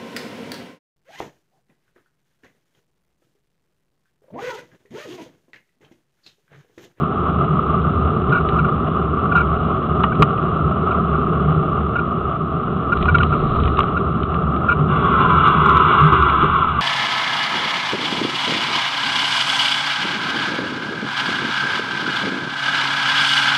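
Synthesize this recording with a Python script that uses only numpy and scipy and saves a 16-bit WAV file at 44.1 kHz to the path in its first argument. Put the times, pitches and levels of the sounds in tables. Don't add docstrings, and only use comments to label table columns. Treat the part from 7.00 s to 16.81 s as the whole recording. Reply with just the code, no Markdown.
import sys
import numpy as np
from scipy.fft import rfft, irfft, next_fast_len
from scipy.io import wavfile
from scipy.ndimage import map_coordinates

SR = 44100
rng = np.random.default_rng(int(sys.argv[2]) if len(sys.argv) > 2 else 0)


def store_wav(level_fs):
    pcm = np.round(np.clip(np.atleast_2d(level_fs), -1, 1) * 32767)
    wavfile.write(sys.argv[1], SR, pcm.T.astype(np.int16))


N = 432621
T = np.arange(N) / SR

# (frequency [Hz], density [dB])
WIND_SPECTRUM = [(8, -16), (18, -3), (30, -5), (55, -0.5), (120, -13), (300, -37)]
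TICK_SPECTRUM = [(900, -26), (1400, 5.5), (2000, -1), (2500, 2.5), (3000, 5.5), (4200, -9.5), (5000, -40)]
PAD_SPECTRUM = [(500, -47), (850, -8), (914, -10), (984, -6), (1150, -8), (1370, -7), (1590, -9),
                (1640, -22), (1830, -32.5), (2270, -24.5), (2580, -23.5), (2830, -18.5), (3130, -27),
                (3430, -23), (4160, -36), (5410, -87.5), (9150, -120)]
TYRE_SPECTRUM = [(42, -40.5), (57, -19), (65, -5.5), (71, 6.5), (79, 1), (90, -1), (105, -11.5),
                 (140, -18.5), (250, -52.5)]
FRAME_SPECTRUM = [(70, -38.5), (112, -5.5), (138, -4.5), (155, 0), (172, -1), (200, -5.5), (235, -6.5),
                  (300, -13), (345, -10.5), (385, -6), (440, -10.5), (510, -21.5), (900, -55)]
ROAD_SPECTRUM = [(250, -26.5), (500, -4.5), (640, 3.5), (780, 1.5), (890, -8.5), (1300, -14.5),
                 (1850, -23.5), (4000, -42)]
CASE_SPECTRUM = [(800, -44), (950, -19.5), (1070, -7), (1180, 2.5), (1310, 0.5), (1420, -10), (1560, -23),
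                 (1850, -36), (2050, -32.5), (2500, -33.5), (2830, -25), (3100, -33), (3400, -32),
                 (4200, -57.5)]
# (frequency [Hz], width [Hz], gain [dB])
JOLT_MODES = [(75, 14, -1.5), (152, 20, 4), (400, 83, -6.5)]
CASE_MODES = [(483, 100, -7), (1158, 110, 10.5), (1320, 140, 5), (1880, 47, -11), (2470, 150, -12),
              (2870, 92, -8), (3260, 130, -18)]
MOUNT_MODES = [(982, 22, 3.5), (1433, 55, 0), (2240, 28, -10), (2320, 62, -6), (2710, 210, -13.5),
               (3880, 190, -26.5)]
RIM_MODES = [(390, 70, -11.5), (998, 29, 1), (1119, 106, 4), (1330, 135, 1.5), (1506, 51, -13),
             (1986, 60, -20.5), (2310, 91, -17.5), (2825, 110, -16.5), (3387, 110, -19.5)]
# (middle [s], length [s], level [dB])
WIND_GUSTS = [(1.49, .7, -38.5), (6.025, .2, -28), (6.533, 1, -28.5), (9.591, .8, -39)]
# (time [s], level [dB])
FRAME_JOLTS = [(1.292, -9), (3.191, -4.5), (3.213, -7.5), (4.561, -13.5), (6.022, -19.5), (6.136, -17.5),
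               (6.425, -16), (6.62, -14.5), (6.78, -13.5), (9.12, -9), (9.43, -7.5)]
CASE_KNOCKS = [(3.039, 1), (3.2223, 3.5), (3.2264, -1.5), (3.376, -13.5), (6.012, -13.5), (6.056, -9),
               (6.184, -8), (6.234, -12), (6.559, -17), (6.676, -9.5), (6.7895, -2), (6.803, -7),
               (6.882, -15)]
PART_TICKS = [(0.817, -32.5), (1.2945, -25.5), (1.489, -17.5), (3.036, -14.5), (3.153, -25.5), (5.973, -26),
              (6.0273, -16.5), (6.1506, -18.5), (6.1841, -15), (6.2326, -13.5), (6.6012, -21.5),
              (6.6363, -22.5), (6.655, -19.5), (6.6783, -24.5), (6.772, -20), (6.788, -19), (6.8057, -16),
              (6.8314, -24), (7.2323, -19.5), (7.343, -21.5), (7.5637, -26.5), (9.2986, -13.5)]
# (time [s], length [s], pitch [Hz], level [dB])
MOUNT_SLIPS = [(1.32, 0.026, 1414, -10), (1.347, 0.028, 1448, -12.5), (1.373, 0.02, 1410, -14.5),
               (1.586, 0.019, 1388, -10.5), (1.645, 0.015, 1412, -17), (2.317, 0.017, 1415, -12.5),
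               (2.35, 0.034, 1413, -7.5), (2.373, 0.032, 1383, -11), (2.402, .022, 1417, -11.5),
               (3.12, 0.014, 1458, -18), (3.908, 0.019, 1401, -13.5), (4.14, 0.018, 1413, -20),
               (4.955, 0.023, 1410, -13), (4.985, 0.022, 1425, -15), (5.92, .022, 1420, -9),
               (6.081, .026, 1438, -9), (6.144, 0.023, 1375, -5.5), (6.202, .02, 1426, -9.5),
               (6.323, 0.027, 1386, -14), (6.966, 0.023, 1402, -12), (7.684, 0.031, 1420, -7.5),
               (7.711, 0.03, 1405, -10)]
# (frequency at cruising speed [Hz], level [dB])
RIM_RIPPLES = [(560, 5.5), (700, 7), (1200, -4), (1330, -11.5), (1490, -7), (1630, -5.5), (1800, -21),
               (1950, -4.5), (2250, -8), (2750, -3.5), (3600, -3.5), (4700, -10.5)]
# (frequency [Hz], gain [dB])
RIM_RADIATION = [(200, -15.5), (400, -2), (540, -11.5), (850, -9), (1000, 0.5), (1500, 3.5), (1780, 4),
                 (2100, 2.5)]
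# (middle [s], length [s], rise [dB])
PAD_GRABS = [(8.212, 0.064, 5), (8.47, 0.082, 4.5), (8.921, 0.12, 3), (9, .05, 3), (9.148, .06, 3.5),
             (9.439, .09, 2.5)]
# (time [s], vibration level [dB])
ASPHALT_GRAIN = [(0.0, -22), (0.53, -21), (2.82, -21.5), (2.93, -21), (4.31, -20.5), (5.46, -24.5),
                 (6.18, -21), (7.28, -23.5), (7.77, -21.5), (7.9, -21.5)]
# (middle [s], length [s], tyre bounce [dB], frame hum [dB])
ROAD_HEAVES = [(0.429, .25, -28, -18), (1.049, .55, -23, -31.5), (3.634, .15, -35, -23.5),
               (4.539, .3, -25.5, -20), (6.199, .45, -17.5, -19.5), (6.632, .25, -16.5, -28),
               (7.202, 0.76, -25, -35.5), (7.892, 0.25, -30, -18), (8.398, 0.65, -23, -23),
               (9.051, 0.17, -29, -16), (9.179, .2, -20.5, -30.5)]

BRAKE_ON_S, BITE_S, SQUEEZE_S, SLOWING_PER_S = 7.865, .04, 1.2, .355


def amp(db):
    return 10 ** (np.asarray(db) / 20)


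def unit(x):
    return x / np.sqrt(np.mean(x ** 2) + 1e-20)


def wobble(knots_per_s):
    return map_coordinates(rng.standard_normal(int(N * knots_per_s / SR) + 4), [T * knots_per_s])


def swell(middle_s, length_s):
    return np.cos(np.pi * np.clip((T - middle_s) / length_s, -.5, .5))


def filtered(x, response):
    size = next_fast_len(N + 8192)
    return irfft(rfft(x, size) * response(np.fft.rfftfreq(size, 1 / SR)), size)[:N]


def colour(points):
    points_hz, db = np.transpose(points)
    return lambda hz: amp(np.interp(np.log(hz + 1), np.log(points_hz), db))


def body(modes):
    return lambda hz: sum(
        (-1) ** k * amp(db) * 1j * hz * width_hz / (mode_hz ** 2 - hz ** 2 + 1j * hz * width_hz)
        for k, (mode_hz, width_hz, db) in enumerate(modes))


def shaken(force, response):
    noise = rng.standard_normal(N)
    return filtered(noise * force, response) / np.std(filtered(noise, response))


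def bursts(rows, t60_s):
    force, age_s = np.zeros(N + SR), np.arange(SR // 4) / SR
    for time_s, db in rows:
        force[round(time_s * SR):][:len(age_s)] += amp(db - 60 * age_s / t60_s)
    return force[:N]


def saturate(x, top, hardness):
    return x / (1 + np.abs(x / top) ** hardness) ** (1 / hardness)


def wheel_speed():
    return np.clip(1 - SLOWING_PER_S * (T - BRAKE_ON_S), .05, 1)


def pad_contact():
    return np.clip((T - BRAKE_ON_S) / BITE_S, 0, 1)


def wind():
    headwind = amp(-42 + 1.2 * wobble(3.5)) * wheel_speed()
    gusts = sum(amp(db) * swell(middle_s, length_s) for middle_s, length_s, db in WIND_GUSTS)
    return shaken(np.hypot(headwind, gusts), colour(WIND_SPECTRUM))


def bumps():
    cushion = colour([(450, -2), (1500, -16.5)])
    jolt_force = amp(-2) * bursts(FRAME_JOLTS, t60_s=.13)
    jolts = shaken(jolt_force, lambda hz: body(JOLT_MODES)(hz) * cushion(hz))
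    blows = np.zeros(N)
    for time_s, db in CASE_KNOCKS:
        blows[round(time_s * SR)] = amp(db + 21.5)
    knocks = filtered(blows, body(CASE_MODES))
    rattle = shaken(amp(-5) * bursts(CASE_KNOCKS, t60_s=.032), body(CASE_MODES))
    ticks = shaken(amp(-5) * bursts(PART_TICKS, t60_s=.021), colour(TICK_SPECTRUM))
    return jolts + knocks + rattle + ticks


def mount_squeaks():
    rest_hz, jitter_hz = 1376.0, 22
    grip, pitch_hz = np.zeros(N), np.full(N, rest_hz)
    for time_s, length_s, hz, db in MOUNT_SLIPS:
        start, size = round(time_s * SR), round(length_s * SR)
        progress = (np.arange(size) + .5) / size
        grip[start:start + size] += amp(db) * np.sin(np.pi * progress ** .65)
        pitch_hz[start:start + size] = hz
    phase = 2 * np.pi * np.cumsum(pitch_hz + jitter_hz * wobble(200)) / SR
    tone = (np.sin(phase) + amp(-26.5) * np.sin(2 * phase)) * amp(.7 * wobble(250))
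    chatter = shaken(amp(-14.5) * grip, body(MOUNT_MODES))
    return amp(-0.6) * grip * tone + chatter


def brake():
    touch_db, full_db, swing_db, ripple_db, hiss_db = -22, -9, 2, -14, -10.5
    speed = wheel_speed()
    force = np.interp(T, [BRAKE_ON_S, BRAKE_ON_S + SQUEEZE_S], amp([touch_db, full_db]))
    grab_db = sum(db * swell(middle_s, length_s) for middle_s, length_s, db in PAD_GRABS)
    friction = pad_contact() * force * speed * amp(grab_db)
    travel_s = np.cumsum(speed) / SR
    tones = sum(amp(db + swing_db * wobble(7)) * np.sin(2 * np.pi * hz * travel_s + 0.8 * wobble(45))
                for hz, db in RIM_RIPPLES)
    scrape = (amp(ripple_db) * tones + rng.standard_normal(N)) * amp(1.4 * wobble(70))
    ring = filtered(scrape, lambda hz: body(RIM_MODES)(hz) * colour(RIM_RADIATION)(hz))
    ring /= np.std(ring[T > BRAKE_ON_S])
    hiss = shaken(amp(hiss_db) * friction, colour(PAD_SPECTRUM))
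    return friction * ring + hiss


def rolling():
    tyre_db, frame_db, hum_db, road_db, case_db = -27.5, -21.5, -31.5, -32, -23.5
    bend_hz, bend_width_hz = 151.9, 22
    dive_db = 2
    grain_db = np.interp(T, *np.transpose(ASPHALT_GRAIN))
    coarse, speed = amp(grain_db - grain_db.mean()), wheel_speed()
    frame_drive = coarse * amp(dive_db * pad_contact()) * speed ** 0.91
    stones = coarse * unit(amp(1.52 * wobble(160) + 0.95 * wobble(25)))
    bounce = sum(amp(db) * swell(middle_s, length_s) for middle_s, length_s, db, _ in ROAD_HEAVES)
    bend = sum(amp(db) * swell(middle_s, length_s) for middle_s, length_s, _, db in ROAD_HEAVES)
    tyre = shaken(np.hypot(amp(tyre_db) * coarse, bounce), colour(TYRE_SPECTRUM))
    frame = shaken(amp(frame_db) * frame_drive, colour(FRAME_SPECTRUM))
    hum_force = np.hypot(amp(hum_db) * frame_drive, bend)
    hum = shaken(hum_force, lambda hz: 1 / (1 + (2 * (hz - bend_hz) / bend_width_hz) ** 2))
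    road = shaken(amp(road_db) * stones * speed ** 0.75, colour(ROAD_SPECTRUM))
    case = shaken(amp(case_db) * stones * speed ** 0.95, colour(CASE_SPECTRUM))
    return tyre + frame + hum + road + case


def scene():
    return (rolling() + wind() + brake() + mount_squeaks() + bumps())[None]


def record(dry):
    mic_edge_hz, band_limit_hz = 4050, 15800
    saturated = saturate(dry[0], top=.76, hardness=7)
    narrow = filtered(saturated, lambda hz: 1 / np.sqrt(1 + (hz / mic_edge_hz) ** 60))
    clipped = saturate(narrow, top=.71, hardness=40)
    return filtered(clipped, lambda hz: hz < band_limit_hz)[None]


dry = scene()
out = record(dry)
store_wav(out)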